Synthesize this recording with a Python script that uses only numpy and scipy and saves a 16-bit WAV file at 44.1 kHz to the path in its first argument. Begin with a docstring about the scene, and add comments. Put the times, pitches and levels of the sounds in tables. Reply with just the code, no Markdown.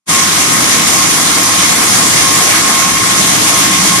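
"""A grinding roar and a wavering whine fill a wet, echoing workshop: a big diamond wire saw in a stone
block, heard from out in the room as through a spaced pair of microphones. The wire's beads strike the
stone at a steady rate to make the whine, and tear out grit to make the roar. Cooling water hisses and
spatters out of the cut; underneath, the drive motor hums and the wheel guards rumble."""
import sys
import numpy as np
from scipy import signal
from scipy.fft import rfft, irfft
from scipy.io import wavfile

SR = 44100
rng = np.random.default_rng(int(sys.argv[2]) if len(sys.argv) > 2 else 0)


def digitize_waveform(pressure):
    """Quantize a signal to 16-bit integers and store it at the path in sys.argv[1].

    Rows of a 2-D input are taken as channels; values are limited to [-1, 1].
    """
    field = np.atleast_2d(pressure).T
    bounded = np.clip(field, -1, 1)
    quanta = np.round(bounded * 32767).astype(np.int16)
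    wavfile.write(sys.argv[1], SR, quanta)


N = 176400
T = np.arange(N) / SR
FREQS = np.maximum(np.arange(N // 2 + 1) * SR / N, 1)
BEAD_HZ, MOTOR_HZ = 1077.3, 57.5


def from_db(db):
    """Decibels to gain."""
    return 10 ** (np.asarray(db) / 20)


def rms_one(x):
    """Scale to unit power."""
    return x / np.sqrt(np.mean(np.abs(x) ** 2) + 1e-20)


def swing(rows):
    """A level curve in time, in dB about its mean."""
    db = np.interp(T, *np.transpose(rows))
    return db - db.mean()


def over_freqs(rows):
    """Each column of a spectrum table on the frequency grid."""
    hz, *columns = np.transpose(rows)
    return np.array([np.interp(np.log(FREQS), np.log(hz), c) for c in columns])


def drift(rate_hz):
    """A smooth random wander of rms 1 that changes at the given rate."""
    hop, settle = 40, 2000
    pole = np.exp(-2 * np.pi * hop * rate_hz / SR)
    noise = rng.standard_normal(N // hop + settle + 2)
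    slow = signal.lfilter([1], [1, -2 * pole, pole * pole], noise)[settle:]
    return np.interp(np.arange(N) / hop, np.arange(len(slow)), rms_one(slow))


def scatter(rate_hz):
    """Random strength and phase of a tone that arrives by many paths; power 1."""
    return (drift(rate_hz) + 1j * drift(rate_hz)) / np.sqrt(2)


def tone(hz, width_hz):
    """A sine of rms 1 whose strength and phase waver, spreading it into a narrow band."""
    path = rms_one(scatter(width_hz))
    return np.sqrt(2) * np.real(path * np.exp(2j * np.pi * (hz * T + rng.random())))


def hall_ripple(depth_db=1.15, spacing_hz=12):
    """Fine peaks and dips that wall reflections leave in the spectrum at each microphone; power 1."""
    knots_hz = spacing_hz * np.arange(1, len(FREQS) // 10 + 1)
    bumps = [rms_one(np.interp(FREQS, knots_hz, rng.standard_normal(len(knots_hz)))) for mic in range(2)]
    return rms_one(from_db(depth_db * np.array(bumps)))


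def hall_noise(spectrum, low_hz, high_hz, flicker_db, flicker_hz, bands):
    """Stereo noise out in the hall, in overlapping bands that each flicker by themselves."""
    # how alike the hall sounds at the two microphones: frequency_hz, correlation
    likeness = [(40, 0.68), (200, 0.74), (320, 0.72), (530, -.3), (750, 0.0097), (1100, 0.22), (1550, 0.37),
                (2300, -0.02), (2950, -0.31), (3350, 0.21), (4400, -0.29), (5200, 0.31), (6500, -0.34),
                (8000, -0.041)]
    alike = over_freqs(likeness)[0]
    colour = from_db(over_freqs(spectrum)) * hall_ripple() * np.sqrt(SR / 4)
    colour /= np.sqrt((1 + (low_hz / FREQS) ** 16) * (1 + (FREQS / high_hz) ** 16))
    band_position = np.clip(np.log(FREQS / low_hz) / np.log(high_hz / low_hz), 0, 1) * (bands - 1)
    out = 0
    for k in range(bands):
        mid, side = rfft(rng.standard_normal((2, N)))
        pair = np.sqrt(1 + alike) * mid + np.sqrt(1 - alike) * side * [[1], [-1]]
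        window = np.sqrt(np.maximum(1 - np.abs(band_position - k), 0))
        band = irfft(pair * colour * window, N)
        out = out + band * rms_one(from_db(flicker_db * drift(flicker_hz)))
    return out


def grinding(chatter_db):
    """Grit torn from the stone: a broad roar that chatters with the wire."""
    # spectrum of the roar: frequency_hz, left_db, right_db
    spectrum = [(400, -51.6, -51.9), (600, -51.2, -51.5), (740, -47.8, -48.2), (920, -51.5, -51.2),
                (1100, -48.1, -45.4), (1450, -52.3, -49.9), (1750, -51.5, -49.0), (2100, -49.3, -45.8),
                (2500, -51.0, -50.7), (3400, -50.4, -50.7), (4000, -50.8, -51.9), (4800, -50.3, -50.7)]
    # contour of the roar, its swing scaled down below: time_s, level_db
    contour = [(0.1, -22), (0.45, -21.5), (0.51, -23.5), (0.65, -19), (1.25, -23), (1.36, -18),
               (1.47, -21.5), (2.04, -18.5), (2.05, -22.5), (2.23, -16), (2.37, -23), (2.39, -18.5),
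               (3.01, -23), (3.4, -19), (3.89, -22), (3.91, -21), (3.98, -22.5), (4.0, -15)]
    roar = hall_noise(spectrum, low_hz=402, high_hz=4710, flicker_db=1.32, flicker_hz=11.7, bands=9)
    return roar * from_db(0.78 + 0.38 * swing(contour) + chatter_db)


def bead_whine():
    """Beads strike the stone in quick succession: a rough whine that fades differently left and right."""
    # how hard the beads bite, taken about its mean: time_s, level_db
    bite = [(.1, -24), (.15, -18.5), (.31, -21), (.37, -25.5), (.5, -22.5), (.68, -31), (.77, -19.5),
            (.93, -29), (.98, -17), (1.3, -35), (1.46, -23), (1.75, -22.5), (1.84, -20.5), (1.93, -30),
            (2.01, -21), (2.15, -31.5), (2.27, -18.5), (2.6, -24), (2.7, -19), (2.9, -20), (3.27, -22.5),
            (3.36, -29), (3.6, -20), (3.8, -21.5), (3.88, -26), (3.94, -14), (4, -23)]
    # partials of the whine: bead_rate_multiple, left_db, right_db, share_of_bite_swing
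    partials = [(1, -23, -22, 1), (2, -40, -27, .2), (3, -39, -40, .1)]
    bite_db = swing(bite)
    speed_wander = 0.00082 * drift(rate_hz=1.73)   # share of the wire's speed
    strikes = BEAD_HZ * (T + np.cumsum(speed_wander) / SR)
    out = np.zeros((2, N))
    for multiple, left_db, right_db, bite_share in partials:
        source = from_db(bite_share * bite_db) * np.exp(2j * np.pi * multiple * strikes)
        for mic, db in enumerate((left_db, right_db)):
            hall_fading = 0.29 * scatter(rate_hz=3.8)
            uneven_beads = 0.49 * scatter(rate_hz=32)
            arrival = rms_one(source * (1 + hall_fading + uneven_beads))
            out[mic] += from_db(db) * np.sqrt(2) * np.real(arrival)
    return out


def wire_shake():
    """The motor shakes the wire: weaker wavering tones, whole steps of its rate from the whine."""
    # tones around the whine: bead_rate_multiple, motor_steps (rounded below), left_db, right_db
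    side_tones = [(1, -1, -40, -32), (1, 1.5, -43, -50), (1, 1.5, -45, -38), (1, 3, -29, -48),
                  (1, 3, -44, -40), (2, -2, -35, -39), (2, -4, -50, -44), (2, 0.5, -51, -37)]
    out = np.zeros((2, N))
    for multiple, steps, *pair_db in side_tones:
        hz = multiple * BEAD_HZ + round(steps) * MOTOR_HZ
        out += [from_db(db) * tone(hz, width_hz=2.9) for db in pair_db]
    return out


def spray(chatter_db):
    """Water flung from the wire hisses in uneven spurts."""
    # spectrum of the hiss: frequency_hz, left_db, right_db
    spectrum = [(4800, -50.4, -50.8), (5500, -50.4, -48.2), (6100, -49.9, -45.4), (6600, -49.3, -44.9),
                (7600, -50.2, -51.6), (9700, -48.0, -58.5), (10700, -50.0, -60.0), (12000, -55.8, -63.3),
                (13300, -60.9, -68.2), (14000, -71.1, -72.4)]
    # spurts of water, taken about their mean: time_s, level_db
    spurts = [(.1, -12.5), (.5, -13), (1, -12), (1.2, -13.5), (1.5, -12.5), (2.1, -12), (2.7, -13),
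              (2.95, -14.5), (3.25, -12.5), (3.45, -12.5), (3.8, -13.5), (4, -13)]
    hiss = hall_noise(spectrum, low_hz=4670, high_hz=16500, flicker_db=1.0, flicker_hz=6.4, bands=6)
    return hiss * from_db(1 + swing(spurts) + chatter_db)


def drops(per_s=610, level_db=-32.5, ring_cycles=10):
    """Drops spatter on the wet floor and the guards, each ringing for a few cycles."""
    out = np.zeros((2, N))
    pitches = np.geomspace(2500, 11000, num=12)
    for hz in pitches:
        size_db = np.minimum(rng.exponential(1, (2, N)), 5)
        sizes = from_db(size_db) * rng.choice([-1, 1], (2, N))
        lands = rng.random((2, N)) < per_s / len(pitches) / SR
        pole = from_db(-60 * hz / (ring_cycles * SR))
        resonance = [1, -2 * pole * np.cos(2 * np.pi * hz / SR), pole * pole]
        out += signal.lfilter([1, 0, -1], resonance, sizes * lands + 1e-18)
    return from_db(level_db) * rms_one(out)


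def motor_hum():
    """The drive motor hums in a few low, wavering tones."""
    # tones of the drive: pitch_hz, level_db
    hum = [(26.5, -56), (57.8, -45.5), (115.6, -35), (167, -40), (291, -38.5), (314, -35.5)]
    return sum(from_db(db) * tone(hz, width_hz=3.9) for hz, db in hum)


def wheel_guards():
    """The sheet-metal guards rumble, with a low drone that swells toward the end."""
    # swell of the drone: time_s, level_db
    swell = [(.1, -36), (.85, -36), (1.2, -43), (2.9, -53), (3.2, -26), (3.5, -41), (3.8, -23.5), (4, -28)]
    # spectrum of the rumble: frequency_hz, left_db, right_db
    spectrum = [(20, -67.3, -68.0), (40, -68.4, -67.7), (70, -61.8, -61.9), (95, -51.3, -53.4),
                (135, -51.3, -52.7), (165, -44.5, -44.8), (210, -46.0, -46.6), (270, -46.7, -45.8),
                (310, -45.3, -45.9), (400, -51.5, -51.2)]
    # contour of the rumble, taken about its mean: time_s, level_db
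    contour = [(.1, -22), (.55, -21), (1.15, -22.5), (1.5, -23), (2.2, -20.5), (2.6, -21.5), (3, -21.5),
               (3.4, -20.5), (4, -20.5)]
    drone = from_db(np.interp(T, *np.transpose(swell))) * tone(hz=183.5, width_hz=13)
    rumble = hall_noise(spectrum, low_hz=18.2, high_hz=396, flicker_db=1.0, flicker_hz=3.6, bands=7)
    return drone + rumble * from_db(1 + swing(contour))


def scene():
    """The saw in mid-cut; the wire's chatter and the motor's throb move both grinding and spray."""
    uneven_cut_db = 0.6 * drift(rate_hz=24)
    throb_db = 0.25 * tone(MOTOR_HZ, width_hz=1)   # the motor's shaking presses the wire into the cut
    chatter_db = uneven_cut_db + throb_db
    cutting = grinding(chatter_db) + bead_whine() + wire_shake()
    water = spray(chatter_db) + drops()
    return cutting + water + motor_hum() + wheel_guards()


def record(dry):
    """The microphones fade up after a moment of near silence; peaks are rounded and the top is cut."""
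    start_s, fade_s, ceiling, stop_hz = 0.054, 0.045, 1.29, 14500
    fade_in = np.clip((T - start_s) / fade_s, 0, 1) ** 3 + from_db(-74)
    rounded = ceiling * np.tanh(dry * fade_in / ceiling)
    lowpass = signal.cheby2(16, 60, stop_hz, fs=SR, output="sos")
    return signal.sosfilt(lowpass, rounded)


dry = scene()
out = record(dry)
digitize_waveform(out)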